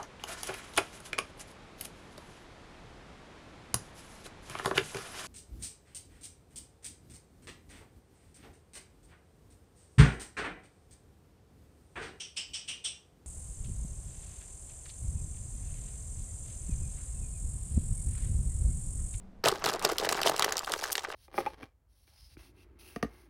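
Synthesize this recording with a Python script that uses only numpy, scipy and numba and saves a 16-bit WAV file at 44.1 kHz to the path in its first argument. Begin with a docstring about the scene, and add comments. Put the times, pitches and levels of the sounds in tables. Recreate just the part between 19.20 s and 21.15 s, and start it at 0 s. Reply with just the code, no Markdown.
"""Tyre crushing plastic cups

A car tyre rolls over a row of thin plastic cups on a hard floor, heard from close by. Creases snap and
wall panels buckle as clusters of damped rings; the crushed film crinkles as sprays of tiny rings.
A cavity ring, rectified low thuds and a short noise echo follow from these; faint low rumble and hum
of the car, made of filtered noise, lie underneath."""
import sys
import numpy as np
from scipy import signal
from scipy.fft import rfft, irfft
from scipy.io import wavfile
from numba import njit

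SR = 44100
rng = np.random.default_rng(int(sys.argv[2]) if len(sys.argv) > 2 else 0)


def store_wav(level_fs):
    """Save 16-bit WAV to argv[1]."""
    pcm = np.round(np.clip(np.atleast_2d(level_fs), -1, 1) * 32767)
    wavfile.write(sys.argv[1], SR, pcm.T.astype(np.int16))


def makeup_ratio(level_db):
    """Linear amplitude ratio for a level in decibels (20 dB per factor of ten)."""
    decades = np.asarray(level_db, float) / 20
    return 10 ** decades


N = 85995


@njit
def grains(start, hz, cycles, size, turn):
    """Damped rings that swell over part of a cycle and fade by 1/e in their number of cycles."""
    out = np.zeros(N)
    for k in range(len(start)):
        p = np.exp((2j * np.pi - 1 / cycles[k]) * hz[k] / SR)
        z = size[k] * np.exp(1j * turn[k])
        shut, q = 1., np.exp(-3 * hz[k] / SR)
        for i in range(start[k], min(N, start[k] + int(6 * cycles[k] * SR / hz[k]))):
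            out[i] += z.imag * (1 - shut)
            z *= p
            shut *= q
    return out


def colour_db(table, hz):
    """Spectrum points joined on a log-frequency axis."""
    table = np.array(table)
    return np.interp(np.log(hz), np.log(table[:, 0]), table[:, 1])


def rms(x):
    """Root mean square."""
    return np.sqrt(np.mean(x ** 2))


def rumble():
    """Coloured low noise and a wavering hum (noise through a narrow resonance), both fading."""
    # Spectrum of rumble and air. Each row: frequency in Hz, relative density in dB per Hz.
    rumble_colour = [(12, 13), (30, 5), (75, 8.5), (120, -10), (250, -15.5), (600, -13.5), (2000, -32.5),
                     (16000, -72)]
    rumble_db, rumble_fade_db_per_s = -51, -5
    hum_hz, hum_db, hum_fade_db_per_s = 186.5, -56.5, -13
    t = np.arange(N) / SR
    hz = np.arange(N // 2 + 1) * SR / N + 1  # 1 Hz offset avoids log(0)
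    noise = irfft(rfft(rng.standard_normal(N)) * makeup_ratio(colour_db(rumble_colour, hz)), N)
    hum = signal.lfilter(*signal.iirpeak(hum_hz, 6, SR), rng.standard_normal(N))
    noise_gain = makeup_ratio(rumble_db + rumble_fade_db_per_s * t)
    hum_gain = makeup_ratio(hum_db + hum_fade_db_per_s * t)
    return noise / rms(noise) * noise_gain + hum / rms(hum) * hum_gain


def crinkle(count=2600, size=16):
    """Thousands of uneven film ticks, each a short or drawn-out spray of rings, follow the crumpling."""
    # How hard the film is crumpled. Each row: time in seconds, relative level in dB, treble gain in dB.
    crumpling = [(0.237, -30, -2), (0.252, -26.5, 0), (0.388, -47.5, -3), (0.433, -36, -19), (0.44, -33, 2),
                 (0.465, -30.5, -2), (0.613, -42.5, -10.5), (0.651, -29, 12.5), (0.659, -37, -7.5),
                 (0.717, -34.5, 3.5), (0.747, -43.5, -6), (0.829, -37.5, 1), (0.846, -26.5, 3.5),
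                 (0.881, -41.5, -15), (0.892, -33, 4.5), (1.01, -36.5, 0), (1.045, -37, -15),
                 (1.065, -28, 3.5), (1.175, -42.5, -7.5), (1.23, -31, -4.5), (1.346, -43, -3),
                 (1.383, -37.5, -8), (1.46, -54, 10), (1.478, -39, -2), (1.542, -38.5, 1.5),
                 (1.637, -43.5, 8), (1.691, -41.5, -5), (1.728, -40.5, 26), (1.737, -55, -2),
                 (1.761, -45, 9.5), (1.845, -46, -3), (1.864, -52.5, -8), (1.913, -41, 3.5),
                 (1.95, -44.5, -30)]
    # Colour of the tiny crinkles. Each row: frequency in Hz, relative level in dB.
    crinkle_colour = [(250, -15), (390, -8.5), (700, 4), (1500, 3.5), (2600, -4), (5000, 0.5), (9000, -5),
                      (16000, -10.5)]
    ring_cycles, treble_from_hz, tick_slope_db_per_oct = 2.35, 4530, 4.5
    scatter_db, scatter_top_db, spray_s = 7, 15, 0.0082
    tick, ring = rng.random((count, 4)), rng.random((count, size, 4))
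    time_s, crumple_db, treble_db = np.array(crumpling).T

    tick_s = time_s[0] + tick[:, :1] * (N / SR - time_s[0])
    at = tick_s + spray_s * tick[:, 2:3] ** 2 * ring[..., 0]
    low_hz, high_hz = crinkle_colour[0][0], crinkle_colour[-1][0]
    hz = low_hz * (high_hz / low_hz) ** ((np.arange(size) + ring[..., 1]) / size)
    own_hz = low_hz * (high_hz / low_hz) ** tick[:, 3:]  # each tick favours its own band

    treble = 1 / (1 + (treble_from_hz / hz) ** 4)
    db = colour_db(crinkle_colour, hz) + np.interp(at, time_s, crumple_db)
    db = db + treble * np.interp(at, time_s, treble_db)
    db = db + 12 * (ring[..., 3] - .7)
    db = db + tick_slope_db_per_oct * (1 - np.abs(np.log2(hz / own_hz)))
    # few ticks are loud, most are soft
    db = db + np.minimum(-scatter_db * (np.log(1 - tick[:, 1:2]) + 1), scatter_top_db)

    start = (at * SR).astype(np.int64)
    ring_size = np.sqrt(hz / 1000) * makeup_ratio(db) / 4
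    cycles = ring_cycles + 0 * hz
    turn = 2 * np.pi * ring[..., 2]
    return grains(start.ravel(), hz.ravel(), cycles.ravel(), ring_size.ravel(), turn.ravel())


def clusters(table, lead_cycles, cycles, spread_oct, crowd_db, count):
    """Each event: one leading ring at its pitch inside a crowd of smaller cracks at scattered pitches."""
    at, event_db, hz, ms = (c[:, None] for c in np.array(table, float).T)
    chance = rng.random((len(table), 4, count))
    crowd = np.arange(count) > 0  # ring 0 leads
    lag = crowd * (chance[:, 0] ** 1.6 * 1.9 - .2)  # in event lengths; a few come early
    place = (np.arange(count) + chance[:, 1]) / count
    pitch = np.clip(hz * 2 ** (crowd * spread_oct * (place * 2.705 - 1)), 120, .4 * SR)

    lag_db = -9.4 * lag * (lag > 0) + 36.6 * lag * (lag < 0)
    size = makeup_ratio(event_db + crowd * (crowd_db + lag_db - 3.4 * chance[:, 2]))
    size = size * np.minimum(pitch / hz, (hz / pitch) ** .25)  # weaker away from the event's pitch
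    start = ((at + lag * ms / 1000) * SR).astype(np.int64)
    ring_cycles = np.where(crowd, cycles, lead_cycles) + 0 * pitch
    turn = 2 * np.pi * chance[:, 3]
    return grains(start.ravel(), pitch.ravel(), ring_cycles.ravel(), size.ravel(), turn.ravel())


def buckles():
    """Wall panels buckle with low pops: clusters of heavily damped rings."""
    # Each row: start in seconds, relative level in dB, ring pitch in Hz, event length in ms.
    buckle_events = [(0.2409, -23, 470, 5.6), (0.2578, -16.5, 534, 6.4), (0.3206, -26, 380, 10),
                     (0.4572, -27, 465, 4.5), (0.4799, -22.5, 483, 7.2), (0.6469, -36, 1026, 5.7),
                     (0.693, -15.5, 989, 12.7), (0.7201, -23, 490, 9.5), (0.7977, -28, 460, 2.8),
                     (0.8253, -22, 564, 5.7), (0.8372, -20, 790, 8.5), (0.8515, -36, 707, 6.9),
                     (0.8717, -17.5, 585, 5), (0.8915, -9.5, 1690, 5.9), (0.9506, -16, 1080, 3.8),
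                     (0.9755, -16, 1460, 1.8), (1.0495, -28, 497, 8.5), (1.0613, -9.5, 630, 8.26),
                     (1.0961, -12, 690, 1.88), (1.1432, -21, 900, 6.1), (1.1951, -9.5, 1070, 3.35),
                     (1.2234, -11, 1264, 5), (1.2443, -8.5, 1820, 6.7), (1.2618, -21.5, 610, 5.1),
                     (1.2802, -14, 1000, 1.35), (1.322, -12.5, 1800, 9.6), (1.4095, -20.5, 1080, 3.4),
                     (1.4322, -21, 980, 5), (1.4764, -17.5, 1440, 3.47), (1.488, -28.5, 1050, 1.3),
                     (1.497, -31, 980, 1.5), (1.5062, -25, 660, 1.5), (1.5377, -10.5, 1570, 3.7),
                     (1.625, -21, 850, 15), (1.64, -13.5, 1624, 3), (1.655, -20.5, 1530, 4.4),
                     (1.7015, -19, 1620, 2.3), (1.7072, -29, 980, 2.3), (1.7536, -17.5, 1910, 3.45),
                     (1.7797, -20.5, 1050, 2.5), (1.8487, -14, 1450, 8), (1.884, -31, 395, 4.5)]
    return clusters(buckle_events, lead_cycles=1.196, cycles=0.82, spread_oct=1.13, crowd_db=-4, count=16)


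def snaps():
    """Creases snap sharply: clusters of short, mostly high rings."""
    # Each row: start in seconds, relative level in dB, ring pitch in Hz, event length in ms.
    snap_events = [(0.2579, -14.5, 3180, 3.05), (0.2849, -10.5, 4730, 1.61), (0.3165, -25.5, 4400, 3.1),
                   (0.4415, -23.5, 3970, 4.3), (0.4594, -18.5, 4236, 1.32), (0.4721, -27, 3600, 5.8),
                   (0.4885, -18.5, 3800, 4.8), (0.4982, -23, 5370, 2.6), (0.5372, -24.5, 4200, 1.7),
                   (0.5945, -30, 5070, 0.94), (0.6484, -20.5, 4188, 1.84), (0.7833, -14, 5130, 0.74),
                   (0.7988, -25.5, 3650, 1.45), (0.8442, -36, 3500, 3), (0.8905, -16.5, 5150, 3.06),
                   (0.9251, -20, 4800, 1.64), (1.016, -20, 4459, 2.8), (1.0323, -17, 4270, 0.44),
                   (1.0648, -17, 5300, 11), (1.0733, -14.5, 3100, 1.64), (1.0811, -22, 5060, 2),
                   (1.0961, -14, 7840, 0.91), (1.1198, -47, 5700, 0.83), (1.1639, -22, 5050, 1),
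                   (1.1795, -26, 5040, 0.95), (1.195, -12, 6900, 0.65), (1.2234, -14.5, 4040, 3),
                   (1.2454, -12.5, 5470.0, 2.6), (1.3236, -17.5, 7130, 0.96), (1.3691, -19, 5600, 1.3),
                   (1.38, -20, 4516, 2.4), (1.3919, -18, 4900, 0.74), (1.4461, -28.5, 4800, 2.16),
                   (1.52, -17.5, 4900, 2.16), (1.537, -20.5, 4720, 1.6), (1.639, -21, 5170, 4.8),
                   (1.7538, -18.5, 4440, 2.66), (1.7799, -20, 3140, 1.56), (1.7933, -26.5, 3300, 1.9)]
    return clusters(snap_events, lead_cycles=3.36, cycles=3.36, spread_oct=0.967, crowd_db=-1, count=24)


def hollowness():
    """Gain of cavity ring and thud, which flattened cups lose."""
    flat_from_s, flat_db_per_s = 0.7, -8
    return makeup_ratio(flat_db_per_s * np.maximum(np.arange(N) / SR - flat_from_s, 0))


def radiate(cracks):
    """Small cups radiate little bass and add the ring of their cavity."""
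    low_hz, cavity_hz, cavity_db = 302, 367.4, 9
    cups = signal.lfilter(*signal.butter(2, low_hz, "high", fs=SR), cracks)
    cavity = signal.lfilter(*signal.iirpeak(cavity_hz, 4, SR), cups)
    return cups + hollowness() * makeup_ratio(cavity_db) * cavity


def thuds(pops, film):
    """The crushing thuds through tyre and floor: its rectified push, band-passed."""
    thud_hz, thud_db, film_db = 234, -4.5, 3.5
    push = signal.lfilter(*signal.butter(2, 3.96 * thud_hz, fs=SR), pops + makeup_ratio(film_db) * film)
    band = signal.butter(3, [thud_hz / 2, thud_hz * 2], "band", fs=SR)
    return hollowness() * makeup_ratio(thud_db) * signal.lfilter(*band, np.abs(push))


def short_echo(cups):
    """Echo between floor and car body: convolution with decaying noise of unit energy."""
    echo_db, echo_t60_s = -12, 0.054
    t = np.arange(SR // 4) / SR
    echo = rng.standard_normal(len(t)) * makeup_ratio(-60 * t / echo_t60_s)
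    wet = signal.fftconvolve(cups, echo / np.sqrt(np.sum(echo ** 2)))[:N]
    return makeup_ratio(echo_db) * wet


def scene():
    """Sums the cups, their thuds and echo, and the rumble, as one channel."""
    low = rumble()
    film = crinkle()
    pops = buckles()
    cups = radiate(snaps() + pops + film)
    return (cups + thuds(pops, film) + short_echo(cups) + low)[None]


def roll_off(x):
    """The treble ends steeply here."""
    return signal.sosfilt(signal.butter(12, 16990, fs=SR, output="sos"), x)


def record(dry):
    """Soft limiting of the loudest peaks, then a steep low-pass at 16 kHz."""
    peak_ceiling, top_hz = 0.54, 16000
    limited = peak_ceiling * np.tanh(dry / peak_ceiling)
    mix = signal.sosfilt(signal.butter(24, top_hz, fs=SR, output="sos"), limited)
    return roll_off(mix)


dry = scene()
out = record(dry)
store_wav(out)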